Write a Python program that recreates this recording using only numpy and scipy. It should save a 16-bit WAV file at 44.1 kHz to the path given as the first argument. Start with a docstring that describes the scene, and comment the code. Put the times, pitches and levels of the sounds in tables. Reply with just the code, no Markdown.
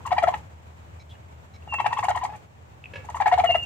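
"""Raccoon chittering in a wooden machine

Inside a hollow wooden machine a young raccoon chitters three times: runs of short near-sine chirps with
overtones, rasp and snaps through throat resonances, and puffs of nasal hiss. First comes the short end of an
earlier chirp (a dying sine). A bird whistles twice nearby (gliding sines with echoes), claws tick and knock
on the wood (dying sines, a noise crack), and faint far chirps and scuffs (narrow noise) sound.
Farm air (broad noise) and a low motor drone (narrow noise) lie under."""
import sys
import numpy as np
from scipy import signal
from scipy.fft import rfft, irfft
from scipy.io import wavfile

SR = 44100
rng = np.random.default_rng(int(sys.argv[2]) if len(sys.argv) > 2 else 0)


def gain_from_db(level_db):
    """Turn a decibel level (scalar or array-like) into a linear amplitude factor."""
    decades = np.asarray(level_db, float) / 20
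    return 10 ** decades


def transcribe(signal):
    """Save signal, clipped to [-1, 1], as a 16-bit WAV file at the path in sys.argv[1]."""
    frames = np.atleast_2d(signal).T
    limited = np.clip(frames, -1, 1)
    pcm = np.round(limited * 32767).astype(np.int16)
    wavfile.write(sys.argv[1], SR, pcm)


N = 160965


def rms_one(x):
    """Scale to rms 1."""
    return x / np.sqrt(np.mean(x ** 2) + 1e-20)


def at_hz(points, hz):
    """Read a (Hz, value) table on a log-frequency axis."""
    table_hz, values = np.array(points).T
    return np.interp(np.log(hz), np.log(table_hz), values)


def drift(rate_hz):
    """Random wander with rms 1: white noise through two equal low-pass poles."""
    r = np.exp(-2 * np.pi * rate_hz / SR)
    noise = rng.standard_normal(N + SR)
    return rms_one(signal.lfilter([1], [1, -2 * r, r * r], noise)[SR:])


def peak(x, hz, width_hz):
    """A two-pole resonance with a gain of about 1 on top."""
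    r = np.exp(-np.pi * width_hz / SR)
    poles = [1, -2 * r * np.cos(2 * np.pi * hz / SR), r * r]
    return signal.lfilter(np.array([1, 0, -1]) * (1 - r * r) / 2, poles, x)


def ring(start_s, db, hz, t60_s):
    """A dying sine: it rises within 0.67 ms and fades exponentially."""
    t = np.maximum(np.arange(N) / SR - start_s, 0)
    return gain_from_db(db - 60 * t / t60_s) * np.minimum(t / 0.00067, 1) * np.sin(2 * np.pi * hz * t)


def notes(tables, edge_s):
    """Pitch and gain in time for separate notes, gliding from row to row."""
    t = np.arange(N) / SR
    time_s, pitch_hz, level_db = np.concatenate(tables).T
    gate = 0
    for note in tables:
        inside_s = np.minimum(t - note[0][0], note[-1][0] - t)
        gate = gate + np.clip(inside_s / edge_s + .5, 0, 1)
    gain = np.minimum(gate, 1) * gain_from_db(np.interp(t, time_s, level_db))
    return np.interp(t, time_s, pitch_hz), gain


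def coloured(spectrum, likeness):
    """Stereo noise of the given spectrum and left-right likeness; its mid part has rms 1."""
    hz = np.maximum(np.arange(N // 2 + 1) * SR / N, 1)
    mid, side = rfft(rng.standard_normal((2, N))) * gain_from_db(at_hz(spectrum, hz))
    alike = np.clip(at_hz(likeness, hz), -1, 1)
    mid = irfft(mid * np.sqrt(1 + alike), N)
    side = irfft(side * np.sqrt(1 - alike), N)
    return np.array([mid + side, mid - side]) / np.std(mid)


def placed(x):
    """Two microphones: a level difference by pitch and a short lag on the right."""
    # the left microphone gets more of the lows, the right more of the highs: pitch_hz, left_minus_right_db
    shadow = [(640, 6), (1400, 7), (3100, -2), (6800, -8)]
    lag_s = .00008
    hz = np.maximum(np.arange(N // 2 + 1) * SR / N, 1)
    tilt = gain_from_db(at_hz(shadow, hz) / 2)
    return irfft(rfft(x) * [tilt, np.exp(-2j * np.pi * hz * lag_s) / tilt], N)


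def echoes(x, t60_s, cut_hz):
    """Dense dying reflections up to 0.4 s, others for each side, dulled above cut_hz."""
    t = np.arange(int(.4 * SR)) / SR
    tail = rng.standard_normal((2, len(t))) * gain_from_db(-60 * t / t60_s) * np.minimum(t / 0.0038, 1)
    tail = signal.sosfilt(signal.butter(1, cut_hz, fs=SR, output="sos"), tail)
    tail = tail / np.sqrt((tail ** 2).sum(1, keepdims=True))
    return signal.fftconvolve(x[None], tail, axes=1)[:, :N]


def raccoon():
    """The animal's voice and nose puffs at the microphones, with reflections from the hollow box."""
    both = chirping_voice() + nose_puffs()
    return placed(both) + gain_from_db(-11) * echoes(both[0], .15, 2600)


def chirping_voice():
    """Near-sine chirps; overtones, breath rasp and a closing snap pass the throat resonances."""
    # one table per chirp: time_s, pitch_hz, level_db (rms of the fundamental)
    chirps = [
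        [(0.052, 1050, -40), (0.06, 1104, -27.5), (0.066, 850, -40), (0.077, 950, -27), (0.083, 1000, -51)],
        [(0.107, 866, -29), (0.112, 1126, -30), (0.12, 755, -17), (0.128, 699.4, -18), (0.135, 855, -37)],
        [(0.161, 850, -37), (0.169, 960, -28), (0.179, 1050, -34.5), (0.182, 790, -15), (0.186, 780, -14),
         (0.19, 850, -31.5)],
        [(0.221, 980, -33.5), (0.228, 740, -18), (0.233, 680, -24.5), (0.239, 660, -16), (0.248, 720, -30)],
        [(0.271, 931, -26), (0.28, 727, -19.5), (0.287, 671, -16.5), (0.291, 1095, -24), (0.296, 1009, -37)],
        [(0.324, 950, -36), (0.336, 1000, -39), (0.341, 860, -20), (0.348, 893, -36)],
        [(1.675, 789.6, -38), (1.682, 884.5, -60)],
        [(1.724, 1013, -48), (1.726, 971, -28), (1.729, 1103, -40), (1.742, 797, -23), (1.748, 1042, -53)],
        [(1.784, 1106, -53), (1.786, 1037, -27.5), (1.796, 1135, -33), (1.803, 849.5, -18), (1.81, 913, -42)],
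        [(1.844, 817, -25), (1.856, 1088, -32), (1.864, 771.2, -13), (1.872, 889, -36)],
        [(1.904, 868, -50), (1.907, 842.7, -31), (1.922, 1141, -39), (1.931, 878.7, -17.5), (1.937, 964, -54)],
        [(1.964, 887, -37.5), (1.976, 1126, -23.5), (1.986, 792, -34), (1.992, 890.5, -15.5), (1.998, 936, -42)],
        [(2.027, 950, -30), (2.032, 1100, -22), (2.036, 760, -28), (2.046, 720.4, -23), (2.05, 908, -28),
         (2.055, 1019, -22.5)],
        [(2.084, 839.7, -15), (2.105, 664.4, -28), (2.11, 811.8, -21.5), (2.115, 909, -23)],
        [(2.148, 978, -31), (2.156, 1070, -25.5), (2.164, 740, -31), (2.171, 720, -32), (2.175, 963.6, -22.5),
         (2.18, 906, -46.5)],
        [(2.211, 930, -34.5), (2.23, 1060, -32.5), (2.235, 780, -24.5), (2.246, 730, -32.5),
         (2.253, 930, -19.5)],
        [(2.289, 800, -45.5), (2.305, 850, -36.5), (2.316, 800, -46), (2.335, 900, -41), (2.362, 780, -42.5)],
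        [(3.044, 917, -45), (3.054, 760, -45.5)],
        [(3.088, 996, -29.5), (3.099, 876, -44), (3.103, 731, -31)],
        [(3.145, 1006, -26.5), (3.159, 831, -35.5), (3.167, 1054, -36), (3.172, 1094, -27.5)],
        [(3.201, 1078, -24.5), (3.205, 828.6, -18), (3.218, 760, -21.5), (3.224, 893, -17)],
        [(3.257, 918, -31), (3.26, 896.7, -15.5), (3.271, 705.5, -17.5), (3.282, 878, -17), (3.285, 811.5, -35)],
        [(3.315, 953, -19.5), (3.321, 902, -21), (3.324, 720, -17), (3.34, 728, -15), (3.345, 727, -30.5)],
        [(3.377, 930, -20.5), (3.386, 708, -19), (3.398, 738, -17), (3.406, 855, -17.5)],
        [(3.437, 814.7, -23), (3.441, 727.6, -14.5), (3.447, 665, -21.5), (3.459, 725, -21.5),
         (3.464, 723, -38.5)],
        [(3.491, 739.3, -23), (3.502, 681, -22), (3.509, 713, -19.5), (3.515, 704, -35)],
        [(3.544, 1023, -28), (3.552, 652, -18), (3.557, 676, -21.5), (3.563, 795, -43)],
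    ]
    # 2nd to 7th partial before the throat colours them: level_db
    overtones = [-16.5, -15, -29.5, -28.5, -20.5, -22.5]
    # throat resonances: pitch_hz, width_hz, gain_db
    throat = [(1269, 125, 6.5), (1872, 226, 7), (2140, 100, -1.5), (2756, 145, -1.5), (3300, 540, -21.5)]
    # lower and upper limit of the throat sound: cutoff_hz
    throat_band = [470, 4750]
    jitter, shimmer_db = .013, 1.4  # pitch wander (share of the pitch) and level wander of a firm voice
    weak_db, rough_per_db = -30, .2  # below this level both wanders grow, by this share per dB
    rasp_db, closing_db, closing_s = -16.5, -13.5, 0.0023  # before the throat; delay and width of the snap

    hz, gain = notes(chirps, 0.0017)
    weak = 1 + rough_per_db * np.clip(weak_db - 20 * np.log10(gain + 1e-9), 0, 10)
    phase = 2 * np.pi * np.cumsum(hz * (1 + jitter * weak * drift(198.5))) / SR
    tone = np.sqrt(2) * gain * np.sin(phase) * gain_from_db(shimmer_db * weak * drift(157))
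    upper = 0
    for k, db in enumerate(overtones):
        upper = upper + gain * gain_from_db(db + 5.24 * drift(28)) * np.sin((k + 2) * phase + k)

    # the throat snaps shut just after the louder of a chirp's last two rows
    t, snap = np.arange(N) / SR, 0
    for chirp in chirps:
        last_s, _, db = max(chirp[-2:], key=lambda row: row[2])
        snap = snap + gain_from_db(db + closing_db) * np.exp(-((t - last_s - closing_s) / closing_s) ** 2)

    breath = rng.standard_normal(N) * (1 + np.cos(phase)) * 2  # pulses once a cycle
    source = upper + breath * (gain_from_db(rasp_db) * gain + snap)
    resonant = sum(gain_from_db(db) * peak(source, f, width) for f, width, db in throat)
    band = signal.butter(3, throat_band, "band", fs=SR, output="sos")
    return tone + signal.sosfilt(band, resonant)


def nose_puffs():
    """Puffs of air hiss at the nose: grainy coloured noise with a quick rise and a dying tail."""
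    # puffs: time_s (middle of the rise), peak_db (the noise envelope lies 13 dB lower)
    puffs = [(0.0605, -38.5), (0.1174, -41.5), (0.178, -39), (0.2275, -37.5), (0.2783, -37.5),
             (0.3384, -43), (0.373, -47), (1.734, -38.5), (1.798, -41.5), (1.8584, -38), (1.9245, -40),
             (1.98, -36.5), (2.0348, -33.5), (2.087, -35.5), (2.1576, -35.5), (2.235, -36.5), (2.3565, -47),
             (3.045, -50), (3.096, -44), (3.1528, -36.5), (3.2031, -39), (3.27, -33.5), (3.3234, -38),
             (3.3807, -37), (3.4396, -37), (3.4994, -37), (3.5468, -41), (3.6277, -42)]
    # shape of the hiss: pitch_hz, level_db (per Hz, relative)
    hiss = [(3000, -29.5), (4500, -4), (5400, -9), (6500, 0.5), (8000, -3), (10500, -14.5), (12000, -16),
            (15400, -28)]
    rise_s, hold_s, t60_s, grain_db = 0.0092, 0.0073, 0.11, 3.5
    t, flow = np.arange(N) / SR, 0
    for s, db in puffs:
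        rise = np.clip((t - s) / rise_s + .5, 0, 1) ** 2
        fall_db = 60 * np.maximum(t - s - hold_s, 0) / t60_s
        flow = flow + rise * gain_from_db(db - 13 - fall_db)
    return flow * gain_from_db(grain_db * drift(150)) * coloured(hiss, [(SR, .6)])


def bird():
    """Two mostly falling whistles: unsteady gliding sines that overlap their own echoes."""
    # one table per whistle: time_s, pitch_hz, level_db
    whistles = [
        [(1.685, 2830, -49.5), (1.72, 2744, -30), (1.8, 2648, -37), (1.86, 2612, -53), (2.0, 2612, -49)],
        [(3.452, 3000, -41), (3.485, 2826, -24.5), (3.545, 2757, -24), (3.565, 2849, -34), (3.65, 2816, -37.5)],
    ]
    hz, gain = notes(whistles, 0.0047)
    phase = 2 * np.pi * np.cumsum(hz * (1 + 0.002 * drift(67.2))) / SR
    tone = np.sqrt(2) * gain * gain_from_db(2.5 * drift(40)) * np.sin(phase)
    return placed(tone) + gain_from_db(-9) * echoes(tone, 0.66, 5300)


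def short_rings_and_knocks():
    """A chirp's end and claw ticks ring one short pitch; knocks crack, ring the plank and linger in the hollow."""
    # claw ticks on wood, and first the short end of an earlier chirp: start_s, level_db, pitch_hz
    short_rows = [(.006, -36, 980), (1.153, -47, 1720), (1.624, -45, 2710), (2.8405, -28, 2650),
                  (2.857, -28, 2550)]
    # knocks: start_s, level_db
    knock_rows = [(2.936, -32), (2.957, -29)]
    # ringing modes of the plank: pitch_hz, level_db (relative to the knock), t60_s
    plank = [(519, -5, .04), (937, -10, .03), (1690, -7, .09), (2250, -4, .025), (2620, -3, .025)]
    crack_db, crack_t60_s = -8, .09  # level relative to the knock, before the resonances

    short_rings = sum(ring(s, db, hz, .017) for s, db, hz in short_rows)
    t, knocks, crack = np.arange(N) / SR, 0, 0
    for s, db in knock_rows:
        for hz, mode_db, t60_s in plank:
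            knocks = knocks + ring(s, db + mode_db + rng.normal(0, 0.71), hz, t60_s)
        crack = crack + (t > s) * gain_from_db(db + crack_db - 60 * np.abs(t - s) / crack_t60_s)
    crack = crack * rng.standard_normal(N)
    knocks = knocks + 2 * peak(peak(crack, 2000, 2000), 2000, 2000)
    return short_rings + knocks + gain_from_db(-6) * echoes(knocks + short_rings / 2, .3, 2000)


def far_chirps():
    """Faint blurred tones from a distance, and scuffs that sound four tones at once: narrow noise."""
    # far chirps: start_s, length_s, pitch_hz, level_db
    far = [(1.095, .035, 3330, -54), (1.12, .04, 2850, -63)]
    # two short scuffs: start_s
    scuffs = [.996, 1.538]
    # tones within each scuff: pitch_hz, level_db
    scuff_tones = [(2260, -63), (4000, -63), (5350, -66), (6500, -70)]
    scuff_s, width_hz = .03, 110
    events = far + [(s, scuff_s, hz, db) for s in scuffs for hz, db in scuff_tones]
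    out = 0
    for s, length_s, hz, db in events:
        _, gain = notes([[(s, hz, db), (s + length_s, hz, db)]], 0.0038)
        out = out + gain * rms_one(peak(rng.standard_normal(N), hz, width_hz))
    return out + gain_from_db(-8) * echoes(out, .1, 8000)


def farm_air():
    """Broad outdoor noise and a wavering motor drone of narrow noise, swelling together."""
    # shape of the outdoor noise: pitch_hz, level_db (per Hz, relative)
    air_spectrum = [(60, -40), (76, -8), (105, -8), (160, -18), (270, -27), (900, -23.5), (1300, -30.5),
                    (2500, -35.5), (5000, -48.5), (7500, -44.5), (9600, -58.5), (15400, -55)]
    # course of the background; only the rise above its lowest row counts: time_s, level_db
    air_swell = [(0, -46.5), (0.346, -42.5), (.5, -48.5), (1.599, -49), (1.8, -44), (2.3, -43.5),
                 (2.498, -51), (3.65, -41)]
    # left-right likeness of the outdoor noise: pitch_hz, likeness (-1 to 1)
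    air_likeness = [(60, 1), (240, 0.5), (950, -0.51), (3760, -0.14), (15000, -0.035)]
    air_db, drone_db = -52, -53  # before the swell is added
    drone_hz, drone_width_hz = 79, 1.7
    pan_db = 0.5  # left minus right

    s, db = np.transpose(air_swell)
    swell_db = np.interp(np.arange(N) / SR, s, db - db.min())
    drone = rms_one(peak(rng.standard_normal(N + SR), drone_hz, drone_width_hz)[SR:])
    air = gain_from_db(air_db) * coloured(air_spectrum, air_likeness) + gain_from_db(drone_db) * drone
    return air * gain_from_db(swell_db + 1.2 * drift(13.0)) * gain_from_db([[pan_db / 2], [-pan_db / 2]])


def scene():
    """All sources at the two microphones."""
    return raccoon() + bird() + short_rings_and_knocks() + far_chirps() + farm_air()


def low_pass(x):
    """Removes everything above the highest recorded frequency."""
    return signal.sosfilt(signal.butter(12, 15550, fs=SR, output="sos"), x)


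def record(dry):
    """The finished mix as the phone stores it."""
    return low_pass(dry)


dry = scene()
out = record(dry)
transcribe(out)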